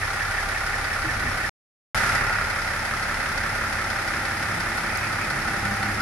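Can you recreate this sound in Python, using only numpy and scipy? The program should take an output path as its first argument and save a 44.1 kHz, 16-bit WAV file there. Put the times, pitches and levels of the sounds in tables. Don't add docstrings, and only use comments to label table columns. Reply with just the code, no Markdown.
import sys
import numpy as np
from scipy import signal
from scipy.fft import rfft, irfft, next_fast_len
from scipy.io import wavfile
from scipy.ndimage import uniform_filter1d

SR = 44100
rng = np.random.default_rng(int(sys.argv[2]) if len(sys.argv) > 2 else 0)


def unload_audio(sound):
    columns = np.transpose(np.atleast_2d(sound))
    steps = np.round(np.clip(columns, -1, 1) * 32767)
    wavfile.write(sys.argv[1], SR, steps.astype(np.int16))


N = 265041
TIME = np.arange(N) / SR
EARS = np.array([[1], [-1]])


def from_db(db):
    return 10 ** (np.asarray(db) / 20)


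def unit_rms(x):
    return x / np.sqrt(np.mean(x ** 2) + 1e-20)


def at_hz(points, hz):
    points = np.array(points)
    return np.interp(np.log(hz + 1), np.log(points[:, 0]), points[:, 1])


def drift(rate_hz):
    knots = rng.standard_normal(4000)
    return unit_rms(np.interp(TIME * rate_hz, np.arange(len(knots)), knots))


def swell(centre_s, db, sigma_s):
    return from_db(db) * np.exp(-.5 * np.minimum(np.abs(TIME - centre_s) / sigma_s, 10) ** 2)


def surge(extra_db=4.3, hold_s=.22, release_s=.42):
    age = TIME - SPOTS[1][0]
    return from_db(extra_db * (age >= 0) * np.clip(1 - (age - hold_s) / release_s, 0, 1))


# frequency in Hz, left-right correlation.
EAR_CORRELATION = [(30, 1), (200, .95), (300, .83), (430, .1), (750, .6), (1000, .55), (1350, .93),
                   (1900, .28), (3000, .16), (5000, -.03), (10000, -.08), (14000, -.2)]
# frequency in Hz, left minus right in dB.
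EAR_BALANCE = [(300, 0), (700, -1), (1400, 0), (1850, -4.5), (2500, 0), (3400, 2), (4200, 2.5), (5100, 7),
               (6700, 4.5), (8000, 3), (9400, 5), (10400, 6), (11700, -1), (15000, 4)]

def colour(noise_pair, spectrum):
    size = next_fast_len(N + 4096)
    hz = np.fft.rfftfreq(size, 1 / SR)
    mid, side = rfft(noise_pair, size)
    correlation = at_hz(EAR_CORRELATION, hz)
    stereo = np.sqrt(1 + correlation) * mid + EARS * np.sqrt(1 - correlation) * side
    low_hz, high_hz = spectrum[0][0] / 2, spectrum[-1][0] * 2
    rolloff = 1 / np.sqrt((1 + (hz / high_hz) ** 8) * (1 + (low_hz / (hz + 1)) ** 8))
    gain = rolloff * from_db(at_hz(spectrum, hz) + EARS * at_hz(EAR_BALANCE, hz) / 2)
    return unit_rms(irfft(gain * stereo, size)[:, :N])


def rattle(firings, firing_hz, spectrum, repeat, wander_rad_per_s=.32):
    cycles = rng.standard_normal((2, 2, round(6 * SR / firing_hz)))
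    one, other = np.take(cycles, (firings * SR / firing_hz).astype(int), axis=2, mode="wrap")
    pattern = one * np.cos(wander_rad_per_s * TIME) + other * np.sin(wander_rad_per_s * TIME)
    fresh = rng.standard_normal((2, N))
    return colour(np.sqrt(repeat) * pattern + np.sqrt(1 - repeat) * fresh, spectrum)


def blows(firings, cylinder_db, decay_s, slap, slap_s, steady, uneven_db=.6):
    count = np.floor(firings).astype(int)
    onsets = np.flatnonzero(np.diff(count))
    hit_db = cylinder_db[count[onsets + 1] % len(cylinder_db)]
    hits = np.zeros(N)
    hits[onsets] = from_db(hit_db + uneven_db * rng.standard_normal(len(onsets))) ** 2
    power = signal.lfilter([1], [1, -np.exp(-2 / (decay_s * SR))], hits + 1e-18)
    power = uniform_filter1d(power + slap * np.interp(TIME - slap_s, TIME, power), size=60)
    return unit_rms(np.sqrt(np.abs(power + steady)))


# block, cover and injector strength in dB.
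CYLINDERS = [
    [(-1, 3.5, -2.5), (-.5, 1.5, .5), (1.5, -2, 0), (0, -1.5, -1.5), (0, -2, 2.5), (1, 1, -1)],
    [(0, -1, -1.5), (2, 1.5, 3.5), (0, -1, -1.5), (1.5, 2.5, 0), (.5, -.5, 0), (0, -.5, 0)],
]
# frequency in Hz, relative density in dB.
BLOCK_SPECTRUM = [(250, -39), (400, -9.5), (470, -13), (570, -8.5), (700, -7.5), (800, -4.5), (1030, -11.5),
                  (1170, -6), (1300, -2), (1450, -2.5), (1600, -8), (1900, -4.5), (3000, -31)]
COVER_SPECTRUM = [(1100, -8.5), (1460, -0.5), (1620, 0), (1770, 1), (1960, 2.5), (2200, 0.5), (2500, -4),
                  (2680, -5), (2900, -20), (4000, -31.5), (7000, -51)]
INJECTOR_SPECTRUM = [(1710, -33.5), (2900, -2), (3840, -3.5), (5150, -3), (7740, -11.5), (10300, -6),
                     (12500, -16), (15500, -31.5)]

def clatter(firings, firing_hz, spot, knock_db=(-30, -30.5)):
    block_db, cover_db, tick_db = np.transpose(CYLINDERS[spot])
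    block = blows(firings, block_db, decay_s=.018, slap=.7, slap_s=.008, steady=.55)
    covers = blows(firings, cover_db, decay_s=.018, slap=.4, slap_s=.011, steady=.65)
    injectors = blows(firings, tick_db, decay_s=.015, slap=.3, slap_s=.003, steady=1.45, uneven_db=1)
    knock = from_db(knock_db[spot]) * block * rattle(firings, firing_hz, BLOCK_SPECTRUM, repeat=.6)
    ring = from_db(-31.5) * covers * rattle(firings, firing_hz, COVER_SPECTRUM, repeat=.6)
    ticks = from_db(-37.5) * injectors * rattle(firings, firing_hz, INJECTOR_SPECTRUM, repeat=.13)
    return surge() * (knock + ring) + surge(extra_db=5.3, hold_s=.18, release_s=.1) * ticks


WALK_S = [2.4, 3.6, 5.1]

def ringing_parts(firings, parts, t60_s, rise_s, detune, scatter_turns, uneven_db):
    age = np.arange(SR // 8) / SR
    cycle_starts = np.arange(-12, 240, 6)
    out = np.zeros((2, N + len(age)))
    for lag, hz, *strengths_db in parts:
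        force, pitch, slip = rng.standard_normal((3, len(cycle_starts)))
        onsets = np.searchsorted(firings, cycle_starts + lag)
        levels_db = np.interp(onsets / SR, WALK_S[:len(strengths_db)], strengths_db) + uneven_db * force
        turns = rng.random() + np.cumsum(scatter_turns * slip)
        ear_phase = np.arccos(at_hz(EAR_CORRELATION, hz)) * rng.choice([-1, 1]) * EARS / 2
        decay_db = -60 * age / t60_s * np.sqrt(hz / 1500)
        envelope = from_db(decay_db + EARS * at_hz(EAR_BALANCE, hz) / 2) * (1 - np.exp(-age / rise_s))
        for onset, db, turn, ring_hz in zip(onsets, levels_db, turns, hz * (1 + detune * pitch)):
            if 0 < onset < N:
                ring = np.sin(2 * np.pi * (ring_hz * age + turn) + ear_phase)
                out[:, onset:onset + len(age)] += from_db(db) * envelope * ring
    return out[:, :N]


# (one value, or one for each moment of WALK_S).
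COVER_MODES = [
    [(.28, 1770, 4.5), (.3, 1860, 1), (.55, 1670, -.5), (1.02, 1950, -4), (1.9, 1370, -4), (3.05, 1400, -5),
     (3.8, 1910, -3), (3.85, 1440, 1), (4, 1530, -5), (4.05, 1965, -2), (4.85, 1480, -3), (4.95, 1860, -2),
     (5, 1390, -4), (5.1, 1750, -1.5)],
    [(.1, 1425, -2, -2.5, -4), (.15, 1880, -9, -3, -6), (.25, 1295, -2.5, -3.5, -2), (1, 2000, 1, -6, -7),
     (1, 1440, -4, 1.5, -9), (1.1, 1475, -12, -8, 0), (1.1, 1590, -4.5, -6, -9), (1.05, 1770, -9, -7, -3),
     (2, 1455, -7, -3.5, -1), (1.95, 1560, -9, -3.5, -9), (2.1, 1940, -4, -8, -8), (2.1, 1780, -9, -6, -3),
     (3, 1640, -3, -3.5, -7), (3, 1760, 0, 0, -8), (3.05, 1795, -12, -7, 2.5), (3.05, 1405, .5, .5, -7),
     (3.15, 1300, -6, -3.5, -1), (1, 930, -5, -14, -14), (3, 1160, -4, -12, -14), (4, 1345, -5, -1, -3),
     (4.05, 1425, .5, -3, -3), (5.1, 1410, -1, -4.5, -6)],
]
FUEL_PIPE_MODES = [
    [(.2, 5250, -5), (1.04, 5150, 0), (1.04, 5600, -3), (1.96, 5200, 1), (2.9, 4220, -2), (3.05, 5500, -5),
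     (3.98, 4650, -1.5), (4.02, 5080, 1), (4.98, 4850, -5)],
    [(0, 5050, -5), (1.07, 4220, -2), (1.07, 4860, .5), (1.07, 5320, 0), (2, 4700, -6), (2, 5250, -4),
     (3.03, 5200, -2), (4.04, 4830, -3), (4.04, 5300, -3), (4.12, 6600, -8), (5.02, 4900, -2),
     (5.02, 5270, 0)],
]

def clanks_and_pings(firings, spot, clank_db=(-25.6, -26.8), ping_db=-37.5):
    clanks = ringing_parts(firings, COVER_MODES[spot], t60_s=.15, rise_s=.003,
                           detune=.004, scatter_turns=.07, uneven_db=1)
    pings = ringing_parts(firings, FUEL_PIPE_MODES[spot], t60_s=.14, rise_s=.0015,
                          detune=.022, scatter_turns=.3, uneven_db=2)
    return surge() * (from_db(clank_db[spot]) * clanks + from_db(ping_db) * pings)


PUFF_LAG_FIRINGS = .35
# frequency in Hz, relative density in dB.
EXHAUST_SPECTRUM = [(20, -20.5), (32, 0), (46, 2), (56, -8), (76, 5.5), (95, 1.5), (125, -2.5), (160, -8.5),
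                    (260, -38.5)]
UNDERFLOOR_SPECTRUM = [(90, -4.5), (140, -3), (225, 2), (280, -3.5), (320, -1), (370, -6), (480, -11),
                       (800, -32.5)]
# time in seconds, level before the surge in dB.
RUMBLE_LEVELS = [(0, -46.5), (1.5, -43.5), (2, -44), (3.2, -42), (4.2, -40.5), (5.2, -39), (6, -37.5)]

def exhaust(firings, firing_hz, fall_db_per_s=.85):
    phase = 2 * np.pi * (firings - PUFF_LAG_FIRINGS)
    tone = from_db(-38.8 - fall_db_per_s * TIME) * np.cos(phase)
    boom = from_db(-45.3 + 2.2 * drift(5)) * np.cos(3 * phase)
    throb = from_db(-54) * np.cos(4 / 3 * phase)
    pipe = from_db(-40) * rattle(firings, firing_hz, EXHAUST_SPECTRUM, repeat=.27)
    rumble_gain = from_db(np.interp(TIME, *np.transpose(RUMBLE_LEVELS)))
    rumble = rumble_gain * rattle(firings, firing_hz, UNDERFLOOR_SPECTRUM, repeat=.148)
    low_end = np.sqrt(2) * (tone + boom + throb) + pipe + rumble
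    return surge(extra_db=4, hold_s=.25, release_s=.35) * low_end


def engine_tone(firings, order, roughness=1):
    height = min(order / 20, 1)
    phase = 2 * np.pi * order * (firings - PUFF_LAG_FIRINGS) + .2 * EARS * height
    flutter_rad = height * (.2 * drift(30) + .16 * drift(120))
    waver_db = 1.7 * drift(12) + 1.6 * height * drift(70)
    return unit_rms(from_db(roughness * waver_db) * np.cos(phase + roughness * flutter_rad))


# time in seconds, level in dB.
WHINE_LEVELS = [(1.5, -60), (1.95, -42.5), (2.7, -50), (3.6, -47.5), (3.9, -42), (4.3, -41), (4.6, -48),
                (5.25, -55), (5.55, -40), (6, -39.5)]

def gear_whine(firings):
    level_db = np.interp(TIME, *np.transpose(WHINE_LEVELS))
    return from_db(level_db) * engine_tone(firings, order=23, roughness=.6)


# multiple of the firing rate, level in dB.
STEADY_TONES = [(2, -52), (4, -53), (12, -57), (16, -56), (42, -53), (51.5, -51)]
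# centre in seconds, top level in dB, sigma in seconds, firing rate multiple.
SWELLING_TONES = [(2.05, -49, .12, 6), (2.1, -43.5, .16, 4), (3.5, -48, .8, 6.5), (2.3, -41.5, .13, 42),
                  (3.6, -46, .7, 46), (3.9, -54, 1.2, 16), (4.2, -50, .2, 9.5), (4.5, -47, .12, 3),
                  (4.62, -42, .16, 5), (4.8, -50, .5, 51.5), (4.8, -53, .8, 10), (5.1, -46, .1, 3),
                  (5.45, -48, .2, 5), (5.5, -50, .3, 4), (5.55, -45, .25, 9.33), (5.72, -36, .12, 5.83),
                  (5.85, -41, .17, 6), (5.7, -38, .09, 3), (5.96, -37.5, .1, 3)]

def engine_hum(firings):
    hum = sum(from_db(db) * engine_tone(firings, order) for order, db in STEADY_TONES)
    for centre_s, db, sigma_s, order in SWELLING_TONES:
        hum += swell(centre_s, db, sigma_s) * engine_tone(firings, order)
    return hum


# frequency in Hz, relative density in dB.
DOOR_SPECTRUM = [(30, 0), (70, -5.5), (130, -7.5), (260, -10.5), (400, -20)]
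# start in seconds, gain in dB, ring in Hz, t60 in seconds.
DOOR_BUMPS = [(1.04, -25.5, 318, .22), (1.06, -25, 128, .2), (1.09, -34, 265, .25), (1.15, -25, 42, .18),
              (1.185, -33, 225, .15), (1.195, -27, 75, .28), (1.245, -31.5, 235, .33), (1.3, -26, 47, .15)]

def sliding_door(rise_s=.0078):
    out = swell(centre_s=1.22, db=-35, sigma_s=.12) * colour(rng.standard_normal((2, N)), DOOR_SPECTRUM)
    for start_s, db, hz, t60_s in DOOR_BUMPS:
        age = np.maximum(TIME - start_s, 0)
        envelope = from_db(db - 60 * age / t60_s) * (1 - np.exp(-age / rise_s))
        out += envelope * np.sin(2 * np.pi * hz * age)
    return out


# start in seconds, gain in dB, band centre in Hz.
HARD_KNOCKS = [(2.15, -22, 1650), (2.151, -31, 5600), (3.2585, -19.5, 1550), (3.3765, -27, 5050)]

def hard_knocks(rise_s=.0011, decay_s=.0058, band_ratio=1.2):
    out = np.zeros((2, N))
    for start_s, db, hz in HARD_KNOCKS:
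        age = np.clip(TIME - start_s, 0, 1)
        band = signal.butter(2, [hz / band_ratio, hz * band_ratio], "band", fs=SR, output="sos")
        noise = rng.standard_normal(N) + rng.standard_normal((2, N))
        ring = unit_rms(signal.sosfilt(band, noise))
        out += from_db(db) * (1 - np.exp(-age / rise_s)) * np.exp(-age / decay_s) * ring
    return out


# start in seconds, level before the band-pass in dB.
METAL_TICKS = [(4.772, -28.5), (4.973, -23.5)]

def metal_ticks(decay_s=.0025, band_hz=(3500, 13000)):
    envelope = sum(from_db(db) * (TIME >= start_s) * np.exp(-np.abs(TIME - start_s) / decay_s)
                   for start_s, db in METAL_TICKS)
    band = signal.butter(2, band_hz, "band", fs=SR, output="sos")
    return signal.sosfilt(band, envelope * rng.standard_normal((2, N)))


# frequency in Hz, relative density in dB.
RASP_SPECTRUM = [(1700, -31), (2200, 2), (2500, 7), (2800, -14), (3600, -30)]
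# centre in seconds, top level in dB, sigma in seconds.
RASPS = [(4.92, -36, .035), (5.038, -36, .04), (5.228, -33.5, .022)]

def rasps():
    return sum(swell(*row) for row in RASPS) * colour(rng.standard_normal((2, N)), RASP_SPECTRUM)


# start and end in seconds, firing rate in Hz,
# time of one firing of the first cylinder in seconds.
SPOTS = [(0, 1.494, 33.86, .0145), (1.9465, 6.02, 34.275, .0197)]

def scene(wander_firings=.002):
    out, crank, audible = np.zeros((2, N)), np.zeros(N), np.zeros(N)
    for spot, (start_s, end_s, firing_hz, first_s) in enumerate(SPOTS):
        here = (TIME >= start_s) & (TIME < end_s)
        firings = firing_hz * (TIME - first_s) + wander_firings * drift(5)
        metal = clanks_and_pings(firings, spot)
        out += here * (clatter(firings, firing_hz, spot) + metal + exhaust(firings, firing_hz))
        crank += here * firings
        audible += here
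    tones = gear_whine(crank) + engine_hum(crank)
    return out + audible * (tones + sliding_door() + metal_ticks() + hard_knocks() + rasps())


def record(dry, cutoff_hz=15750):
    return signal.sosfilt(signal.ellip(10, .2, 80, cutoff_hz, fs=SR, output="sos"), dry)


dry = scene()
out = record(dry)
unload_audio(out)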